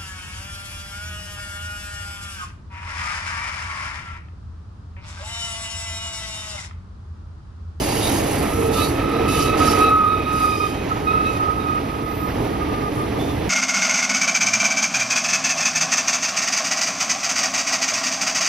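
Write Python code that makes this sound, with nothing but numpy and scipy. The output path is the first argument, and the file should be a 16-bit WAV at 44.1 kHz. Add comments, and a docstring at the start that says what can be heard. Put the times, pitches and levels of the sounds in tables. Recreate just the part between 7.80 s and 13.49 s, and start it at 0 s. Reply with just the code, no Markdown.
"""A train roars and rumbles round a curve, with hissing scrapes, short groans, squeaks and a wavering squeal.
It is a long freight train of car carriers, heard outdoors from a bank above the track.
Shaped noise makes the rolling, the clatter and the flanges grinding on the outer rail.
Unsteady tones make the groans, the squeaks and the squeal of three slipping wheels.
The squeal mostly sinks in pitch, and its lowest tone moves from left to right."""
import sys
import numpy as np
from scipy import signal
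from scipy.fft import rfft, irfft
from scipy.io import wavfile
from scipy.ndimage import uniform_filter1d

SR = 44100
rng = np.random.default_rng(int(sys.argv[2]) if len(sys.argv) > 2 else 0)


def dump_mix(stems):
    """Bounce the given channels to the path in sys.argv[1] as a 16-bit WAV at rate SR."""
    frames = np.atleast_2d(stems).T  # one column per channel
    limited = np.clip(frames, -1, 1)  # hard clip at full scale
    pcm = np.round(limited * 32767).astype(np.int16)
    wavfile.write(sys.argv[1], SR, pcm)


N = 250929
TIME = np.arange(N) / SR  # seconds
FREQS = np.maximum(np.arange(N // 2 + 1) * SR / N, 1)  # Hz

# Strength of the rolling before a fixed boost for each part.
# Each row: time in seconds, ground rumble in dB, wagon body in dB, wheel roar in dB.
ROLLING = [(0, -27, -28, -30), (.3, -27.5, -24.5, -28), (.9, -26, -26.5, -29.5), (1.22, -26, -26, -29),
           (1.34, -32.5, -24, -30.5), (1.43, -24.5, -24, -29.5), (1.62, -26, -25, -29.5),
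           (1.87, -26, -22.5, -26.5), (2.03, -28, -23.5, -27), (2.2, -31, -30.5, -34),
           (2.4, -29, -29, -32.5), (2.85, -31, -30.5, -34), (3.45, -28.5, -29.5, -33.5),
           (4.25, -31.5, -31.5, -35.5), (4.48, -29, -29.5, -34.5), (4.6, -27, -25.5, -32),
           (4.76, -29, -28, -32.5), (5.0, -29, -28.5, -33.5), (5.4, -28.5, -27.5, -32.5),
           (5.69, -26.5, -28.5, -31.5)]
# Colour of each rolling sound. Each row: frequency in Hz, relative strength in dB per Hz.
RUMBLE_SPECTRUM = [(15, -76), (27, -44), (39, -17), (52, 0.5), (72, -1.5), (85, 0.5), (102, 0), (125, -1),
                   (160, -5), (220, -8.5), (400, -42.5)]
BODY_SPECTRUM = [(120, -27), (190, -8), (245, -4), (285, 3), (325, 0), (370, -4.5), (430, -1), (520, -12),
                 (900, -55)]
ROAR_SPECTRUM = [(250, -1.5), (500, 2), (650, 2.5), (820, 2.5), (1000, -2.5), (1300, -6), (1500, -10),
                 (2000, -7), (2400, -9.5), (3000, -13), (4000, -18), (6000, -23.5), (16000, -99)]
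# A bogie (wheel frame) jolts and clatters. Each row: start in seconds, held length in seconds, level in dB.
JOLTS = [(.02, .42, -33), (.9, 0.1, -31), (2.01, .08, -31), (4.53, 0.14, -33), (5.37, .06, -30)]
# Colour of the clatter. Each row: frequency in Hz, relative strength in dB per Hz.
CLATTER_SPECTRUM = [(300, -26), (480, -4), (650, 1), (820, -1.5), (1100, -11), (1800, -31.5)]
# A flange scrapes the rail. Each row: start in seconds, rise in seconds, held length in seconds counted
# from the start, grinding level in dB, fine hiss level in dB.
SCRAPES = [(-.1, .05, .3, -32.5, -32.5), (.17, .07, .21, -32.5, -30), (.41, .06, .15, -37.5, -32.5),
           (.56, .06, 0.31, -43.5, -36.5), (0.912, 0.028, .085, -35, -33), (0.958, .06, .09, -36.5, -31.5),
           (1.476, .012, 0.095, -33.5, -34), (1.549, .06, .08, -31, -32), (1.767, .012, .055, -33.5, -37),
           (1.81, .06, 0.11, -31, -32.5), (1.957, 0.034, 0.072, -39.5, -36.5),
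           (2.458, 0.11, 0.2, -41.5, -39), (2.64, .08, .27, -42.5, -45), (3.4, .08, .17, -46, -49.5),
           (5.08, 0.094, 0.14, -58, -45.5), (5.37, .04, .14, -46, -55)]
# Colour of the grinding and of the hiss. Each row: frequency in Hz, relative strength in dB per Hz.
GRIND_SPECTRUM = [(1200, -20), (2200, -3), (3000, 1), (3400, -1), (4300, -1), (5000, 0), (6500, -1),
                  (8000, -3), (10000, -12), (16000, -26)]
HISS_SPECTRUM = [(3500, -22), (6000, -7), (8000, 0), (10000, 0), (11500, -1.5), (13000, -6), (14500, -8),
                 (16000, -8)]
# Wheel modes rung by the flange. Each row: frequency in Hz, width in Hz, relative level in dB.
WHEEL_MODES = [(2790, 15, 28), (2960, 70, 28.5), (3500, 30, 15), (3790, 14, 23.5), (3914, 10, 23),
               (4407, 10, 11), (4515, 14, 25), (4680, 12, 26.5), (4860, 73, 26), (5390, 30, 20),
               (6170, 25, 11), (6577, 12, 17), (6712, 12, 17), (9320, 12, 29), (9970, 30, 26),
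               (10422, 14, 26)]
# A bogie groans. Each row: start in seconds, held length in seconds, level in dB.
GROANS = [(.76, 0.15, -23), (1.32, 0.081, -25.5), (1.54, 0.06, -25.5), (1.72, .16, -27),
          (1.89, 0.15, -24.5)]
# Three wheels slip and squeal. Each row: wheel name, start in seconds, held length in seconds,
# fundamental in dB before its trembling, overtones in dB.
SLIPS = [("trail", 0.19, 0.08, -37.5, -48), ("lead", .6, 0.25, -38, -58), ("trail", 0.616, .37, -36.5, -45),
         ("main", .775, .385, -37, -43.5), ("lead", 0.95, 0.092, -27.5, -54),
         ("trail", 0.95, 0.095, -28, -36), ("main", 1.155, .37, -34, -41.5),
         ("trail", 1.17, 0.3, -32.5, -42), ("lead", 1.2, 1.22, -32.5, -46.5),
         ("trail", 1.468, 0.1, -30, -30), ("main", 1.535, 0.049, -25.5, -41),
         ("trail", 1.58, .185, -26.5, -32.5), ("main", 1.585, 0.02, -19.5, -41),
         ("main", 1.8, .025, -23, -37), ("main", 1.678, 0.022, -23, -36), ("main", 1.72, 0.034, -28.5, -38),
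         ("main", 1.795, 0.044, -19.5, -34), ("trail", 1.8, 0.18, -28.5, -37.5),
         ("main", 1.86, .016, -17.5, -34), ("main", 1.912, 0.056, -21, -39),
         ("main", 1.978, 0.038, -17, -34), ("trail", 2.005, 0.094, -27.5, -28.5),
         ("main", 2.018, 0.069, -16, -37), ("main", 2.1, .03, -15.5, -38), ("main", 2.122, .04, -13, -38),
         ("main", 2.16, 0.091, -16, -38), ("main", 2.25, 0.031, -14.3, -38),
         ("main", 2.29, 0.056, -17, -37.5), ("main", 2.35, .055, -25, -34.5),
         ("main", 2.405, .05, -41, -36), ("main", 2.455, .13, -23, -34),
         ("main", 2.596, 0.037, -16.5, -32.5), ("main", 2.632, .06, -16.5, -33),
         ("lead", 2.62, 0.252, -27.5, -40.5), ("main", 2.705, 0.052, -24, -33),
         ("main", 2.795, .058, -21, -33), ("main", 2.875, 0.056, -31.5, -38),
         ("main", 2.935, 0.095, -39, -41), ("trail", 3.094, 0.025, -25, -46),
         ("main", 3.102, .02, -23.5, -43), ("main", 3.145, 0.023, -28, -45), ("main", 3.205, .06, -35, -58),
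         ("main", 3.262, 0.053, -20, -31), ("trail", 3.275, 0.2, -29.5, -41),
         ("main", 3.315, 0.15, -21, -43.5), ("trail", 3.445, 0.057, -25, -31.5),
         ("main", 3.518, 0.054, -25.5, -38.5), ("main", 3.59, .04, -20, -49),
         ("main", 3.632, 0.095, -23.5, -53), ("trail", 3.56, .4, -35.5, -53),
         ("trail", 3.98, 0.53, -41.5, -53), ("main", 3.712, .06, -32, -48),
         ("main", 3.772, 0.069, -25.5, -46), ("main", 3.847, .135, -22.5, -42),
         ("main", 4.03, 0.085, -30, -47.5), ("main", 4.13, .22, -35, -53), ("main", 4.26, .05, -28.5, -55),
         ("main", 4.388, 0.1, -29, -53), ("main", 4.5, .2, -38, -56), ("main", 4.725, .03, -29.5, -54),
         ("main", 4.8, .04, -30, -54), ("main", 4.868, 0.08, -30, -54), ("main", 4.968, .025, -30, -56),
         ("main", 5.01, 0.073, -30, -56), ("main", 5.155, 0.06, -27, -59), ("main", 5.23, 0.028, -30, -58),
         ("main", 5.348, .04, -33, -58), ("main", 5.46, .05, -36.5, -60)]
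# Pitch of the loudest wheel before its waver. Each row: time in seconds, pitch in Hz.
MAIN_PITCH = [(.8, 1270), (1.55, 1265), (1.7, 1261), (1.82, 1274), (1.98, 1265), (2.06, 1273), (2.19, 1270),
              (2.25, 1250), (2.33, 1273), (2.42, 1254), (2.6, 1262), (2.7, 1255), (2.86, 1245), (3.1, 1270),
              (3.3, 1260), (3.62, 1256), (3.9, 1251), (4.3, 1247), (4.5, 1252), (4.8, 1235), (4.87, 1220),
              (5.25, 1216), (5.37, 1204), (5.5, 1215)]
# Pitch of the wheel behind it before its waver. Each row: time in seconds, pitch in Hz.
TRAIL_PITCH = [(1.0, 1307), (1.5, 1294), (1.9, 1293), (2.03, 1284), (3.1, 1288), (3.45, 1291)]
# Unsteadiness of each wheel's pitch. Each entry: wheel name, typical swing as a share of the pitch.
PITCH_WAVER = {"main": .002, "trail": .005, "lead": .007}
# Brief squeaks: high wheel modes, and near 3.86 to 3.9 kHz the third partial of the wheel behind. 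Each row:
# start in seconds, end in seconds, middle pitch in Hz, typical pitch jitter in Hz (which also sets its speed),
# level in dB before the swell.
SQUEAKS = [(0.197, .31, 3700, 130, -31.5), (.24, 0.453, 6577, 25, -40), (0.912, 1.073, 3620, 70, -37),
           (0.986, 1.087, 3914, 7.7, -31), (1.0, 1.13, 4407, 12, -38), (.92, 1.06, 4470, 110, -38),
           (1.325, 1.405, 3900, 22, -40), (1.475, 1.65, 3604, 45, -38.5), (1.575, 1.665, 4600, 110, -38),
           (1.58, 1.66, 5400, 70, -36), (1.645, 1.717, 3830, 45, -38), (1.835, 1.96, 5380, 40, -32),
           (1.986, 2.13, 3858, 8, -37), (2.46, 2.97, 4960, 90, -43.5), (2.65, 3.06, 3135, 25, -46),
           (2.927, 3.3, 6630, 70, -53), (2.26, 2.39, 3730, 90, -42), (3.785, 3.861, 3780, 41, -43),
           (.95, 1.1, 13200, 400, -42), (4.23, 4.56, 13380, 260, -43.5), (5.385, 5.455, 3540, 70, -37),
           (5.45, 5.568, 3480, 83, -43), (5.59, 5.66, 3560, 62, -46)]
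# The two microphone ports. Each row: frequency in Hz, likeness from 0 to 1, phase lead of the left
# in radians, left minus right in dB.
PORTS = [(30, .99, 0, -.8), (120, .97, -.22, -1.8), (280, .96, -.45, -1.5), (450, .75, -1.2, -3),
         (700, .62, -1.7, -5), (1270, .75, -1.0, -5), (1800, .75, 0, -5), (2500, .8, -.1, -5),
         (3000, .62, -.4, -5), (5200, .5, -.3, -3), (6400, .65, -1.6, -1.5), (7500, .97, -2.95, 0),
         (8600, .97, -3.3, 0), (9500, .85, -4.4, 0), (11300, .98, -6.28, 0), (12800, .8, -7.5, 0),
         (14400, .97, -9.42, 0)]
# The squeal's extra sway between the ears, before a chance drift. Each row: time in seconds, left minus right in dB.
SWAY = [(1.1, -3.5), (1.6, 0.5), (1.95, -1.5), (2.07, 3), (2.3, -1), (3.45, -0.5), (3.7, -4.5), (3.9, -1),
        (4.3, -3), (4.8, -2), (4.95, 4), (5.3, 2)]

JOLT_ATTACK_S, JOLT_RELEASE_S = .02, .05
SCRAPE_RELEASE_S = 0.068
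# light rubbing between the scrapes fades as the tight wagons move off
RUB_DB, RUB_FAR_DB, RUB_FADE_DB_PER_S = -41, -51.5, 3.5
# grinding needed to ring the wheel discs, and their level in the hardest scrape
RING_FROM_DB, RING_DB = -44, -33
GROAN_ATTACK_S, GROAN_RELEASE_S, GROAN_IDLE_DB = 0.024, 0.072, -42
SLIP_ATTACK_S, SLIP_RELEASE_S = 0.015, 0.02
# the squeal is least scattered at this moment; scatter is relative to the steady tone
CLEAREST_S, SCATTER_LEAST, SCATTER_PER_S = 2.2, 0.17, 0.07
LEAD_HZ, SAG_HZ_PER_S = 1216, 5  # the wheel ahead at the clearest moment, sinking as it passes
# the wheel's grip trembles within a slip, slowly and quickly
FLUTTER_DB, FLUTTER_PER_S = 1.2, 21
CHATTER_DB, CHATTER_PER_S = .9, 90
# third partial and its rough skirt, against the octave; width of the skirt
THIRD_DB, SKIRT_DB, SKIRT_HZ = -14, -12, 85
# path of the squeal: time abreast, speed, distance of the track, largest delay between the ports
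ABREAST_S, SPEED_M_PER_S, TRACK_M, PORT_LAG_S = 2.9, 14, 24, .00034
CUTOFF_HZ = 15750


def from_db(db):
    """Decibels to gain."""
    return 10 ** (np.asarray(db) / 20)


def rms_one(x):
    """Scale a sound to an average strength (rms) of 1."""
    return x / np.sqrt(np.mean(np.abs(x) ** 2) + 1e-20)


def in_time(rows):
    """Join each column of a curve, sample by sample."""
    seconds, *columns = np.transpose(rows)
    return [np.interp(TIME, seconds, column) for column in columns]


def over_hz(rows):
    """Join each column of a spectrum on a log-frequency axis."""
    hz, *columns = np.transpose(rows)
    return [np.interp(np.log(FREQS), np.log(hz), column) for column in columns]


def noise(gain, channels=2):
    """Unrelated noises with a given gain per frequency; rms 1."""
    white = rng.standard_normal((channels, N))
    return rms_one(irfft(rfft(white) * gain, N))


def drift(rate):
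    """Random wandering of spread 1; a higher rate wanders faster."""
    return noise(1 / (1 + (FREQS / rate) ** 2), channels=1)[0]


def resonance(hz, width_hz):
    """Gain of a resonance, falling to one half at width_hz from its centre."""
    return 1 / (1 + ((FREQS - hz) / width_hz) ** 2)


def strokes(rows, attack_s, release_s):
    """Gain per level column of (start, length, dB, ..) events: rise, hold, die away; overlaps add in power."""
    power = 0
    for start, length, *levels_db in rows:
        rise = np.clip((TIME - start) / attack_s, 0, 1)
        decay = np.exp(-np.clip((TIME - start - length) / release_s, 0, 20))
        power = power + (from_db(levels_db)[:, None] * rise * decay) ** 2
    return np.sqrt(power)


def contact_noise(spectrum, rough_db, rate):
    """Noise of many uneven wheels in contact: steady on the whole, trembling in detail."""
    pair = noise(from_db(over_hz(spectrum)[0]))
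    steady = pair / np.sqrt(uniform_filter1d(pair ** 2, SR // 6))
    return steady * from_db(rough_db * drift(rate))


def ragged_noise(spectrum, ripple_db, flicker_db, rate, count):
    """Several wheels at once, each with its own dense, uneven modes and its own wavering strength."""
    total = 0
    steps = np.arange(0, SR / 2, 32)  # Hz
    smooth_db = over_hz(spectrum)[0]
    for _ in range(count):
        ripple = np.interp(FREQS, steps, np.tanh(rng.standard_normal(len(steps))))
        wheel = noise(from_db(smooth_db + ripple_db * ripple))
        total = total + wheel * from_db(flicker_db * np.tanh(drift(rate)))
    # even out the joint level while the colour keeps flickering
    return total / np.sqrt(uniform_filter1d(np.mean(total ** 2, axis=0), SR // 25))


def limit_cycle(pitch_hz, scatter, width_hz):
    """A self-sustained tone plus its scattered copies, which flutter as the wagons move."""
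    turn = np.exp(2j * np.pi * np.cumsum(pitch_hz) / SR)
    spread = np.sqrt(resonance(0, width_hz)) * resonance(0, 5 * width_hz)
    fading = noise(spread) + 1j * noise(spread)
    direct = np.array([[1], [0]])  # the second channel holds scattered sound only
    return np.real(turn * (direct + scatter * fading)) / np.sqrt(.5 + 2 * scatter ** 2)


def rolling():
    """Rough treads shake the ground and wagon sides and make wheels and rails roar; jolted frames clatter."""
    rumble_db, body_db, roar_db = in_time(ROLLING)
    rumble = from_db(rumble_db + 0.13) * contact_noise(RUMBLE_SPECTRUM, rough_db=0.25, rate=9.3)
    body = from_db(body_db + 1.33) * contact_noise(BODY_SPECTRUM, rough_db=0.34, rate=12)
    roar = from_db(roar_db + 3.5) * contact_noise(ROAR_SPECTRUM, rough_db=1.16, rate=16.6)
    jolts = strokes(JOLTS, JOLT_ATTACK_S, JOLT_RELEASE_S)
    clatter = jolts * contact_noise(CLATTER_SPECTRUM, rough_db=1.5, rate=25)
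    return rumble + body + roar + clatter


def flanges():
    """Flanges scrape the rail in bursts; only hard scraping rings the wheel discs, in wavering modes."""
    power = 0
    for start, rise_s, *rest in SCRAPES:
        power = power + strokes([(start, *rest)], rise_s, SCRAPE_RELEASE_S) ** 2
    grinding, hissing = np.sqrt(power)
    rubbing = from_db(np.maximum(RUB_DB - RUB_FADE_DB_PER_S * TIME, RUB_FAR_DB))

    # rubbing feeds the grinding more weakly than the hiss
    grind = np.hypot(grinding, from_db(-8) * rubbing)
    grind = grind * ragged_noise(GRIND_SPECTRUM, ripple_db=10, flicker_db=9, rate=8.7, count=4)
    hiss = np.hypot(hissing, rubbing)
    hiss = hiss * ragged_noise(HISS_SPECTRUM, ripple_db=6, flicker_db=7, rate=14, count=2)
    hiss = hiss * from_db(.9 * drift(70))

    modes = 0
    for hz, width_hz, db in WHEEL_MODES:
        modes = modes + from_db(db + 6 * np.tanh(drift(5))) * noise(resonance(hz, width_hz))
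    pressure = np.maximum(grinding - from_db(RING_FROM_DB), 0) / grinding.max()
    ringing = from_db(RING_DB) * pressure ** 0.54 * rms_one(modes)
    return grind + hiss + ringing


def groan():
    """A low wheel mode sticks and slips as a bogie turns into the curve; a faint groan stays throughout."""
    pitch_hz = 451 * (1 + 0.0091 * drift(4.25))
    level = strokes(GROANS, GROAN_ATTACK_S, GROAN_RELEASE_S) + from_db(GROAN_IDLE_DB)
    return level * limit_cycle(pitch_hz, scatter=0.45, width_hz=13)


def slipping(wheel):
    """Gains of one wheel's fundamental and overtones as it slips."""
    rows = [row[1:] for row in SLIPS if row[0] == wheel]
    return strokes(rows, SLIP_ATTACK_S, SLIP_RELEASE_S)


def overtones(pitch_hz):
    """The octave and a fainter third partial, which has a rough skirt."""
    octave = limit_cycle(2 * pitch_hz, scatter=.55, width_hz=36)
    third = limit_cycle(3 * pitch_hz, scatter=.3, width_hz=25)
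    skirt = limit_cycle(3 * pitch_hz, scatter=3.6, width_hz=SKIRT_HZ)
    return octave + from_db(THIRD_DB) * third + from_db(SKIRT_DB) * skirt


def squeal():
    """Stick and slip across the rail locks onto one mode per wheel, with overtones; neighbours beat."""
    gone_s = TIME - CLEAREST_S
    scatter = SCATTER_LEAST + SCATTER_PER_S * np.abs(gone_s)
    pitches = {
        "main": in_time(MAIN_PITCH)[0],
        "trail": in_time(TRAIL_PITCH)[0],
        "lead": LEAD_HZ - SAG_HZ_PER_S * gone_s,
    }
    fundamentals, upper_tones = 0, 0
    for wheel, pitch_hz in pitches.items():
        pitch_hz = pitch_hz * (1 + PITCH_WAVER[wheel] * drift(20.14))
        first, upper = slipping(wheel)
        trembling_db = FLUTTER_DB * drift(FLUTTER_PER_S) + CHATTER_DB * drift(CHATTER_PER_S)
        first = first * from_db(trembling_db)
        fundamentals = fundamentals + first * limit_cycle(pitch_hz, scatter, width_hz=22.0)
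        upper_tones = upper_tones + upper * overtones(pitch_hz)
    return fundamentals, upper_tones


def squeaks():
    """Brief high tones lock on; the looser the grip, the wider and faster the pitch jitters. Most are high
    wheel modes; those near 3.86 to 3.9 kHz are the third partial of the wheel behind."""
    out = np.zeros((2, N))
    for start, end, hz, width_hz, db in SQUEAKS:
        during = (TIME > start) & (TIME < end)
        progress = (TIME[during] - start) / (end - start)
        memory = np.exp(-2 * np.pi * width_hz / SR)
        white = rng.standard_normal((2, N))[:, during]
        jitter = rms_one(signal.lfilter([1], [1, -memory], white))
        cycles = rng.random((2, 1)) + np.cumsum(hz + width_hz * jitter, axis=1) / SR
        tone = np.sqrt(2) * np.sin(2 * np.pi * cycles)
        # strength follows the other channel's jitter, so it wavers apart from the pitch
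        strength = rms_one(from_db(3.5 * jitter[::-1]))
        out[:, during] += from_db(db) * np.sin(np.pi * progress) * tone * strength
    return out


def microphones(pair):
    """Direct sound reaches both ports with a phase lag; diffuse sound differs between them."""
    likeness, lead, balance_db = over_hz(PORTS)
    likeness = np.clip(likeness, 0, 1)
    direct, diffuse = rfft(pair)
    sides = np.array([[1], [-1]])  # left, right
    shared = np.sqrt((1 + likeness) / 2) * direct
    opposed = sides * np.sqrt((1 - likeness) / 2) * diffuse
    balance = from_db(sides * balance_db / 2)
    phase = np.exp(.5j * sides * lead)
    return irfft((shared + opposed) * balance * phase, N)


def bearing(seconds):
    """Sideways direction of the passing squeal, from -1 on the left to 1 on the right."""
    return np.sin(np.arctan(SPEED_M_PER_S * (seconds - ABREAST_S) / TRACK_M))


def going_by(pair):
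    """The squealing bogie moves from left to right, so its sound reaches the left port ever later."""
    lag_s = PORT_LAG_S * (bearing(TIME) - bearing(CLEAREST_S))
    left = np.interp(TIME - lag_s / 2, TIME, pair[0])
    right = np.interp(TIME + lag_s / 2, TIME, pair[1])
    return np.array([left, right])


def swaying(pair):
    """The pure tone is louder now in one ear, now in the other."""
    balance_db = in_time(SWAY)[0] + 1.5 * drift(9)
    return pair * from_db(np.array([[.75], [-.25]]) * balance_db)


def scene():
    """All the train's sounds at the microphones; only the squeal's fundamentals sweep across and sway."""
    train = rolling() + flanges() + groan()
    fundamentals, upper_tones = squeal()
    train = train + upper_tones + squeaks()
    return microphones(train) + swaying(going_by(microphones(fundamentals)))


def record(dry):
    """The treble is cut very steeply at the cutoff frequency."""
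    return irfft(rfft(dry) / np.sqrt(1 + (FREQS / CUTOFF_HZ) ** 300), N)


dry = scene()
out = record(dry)
dump_mix(out)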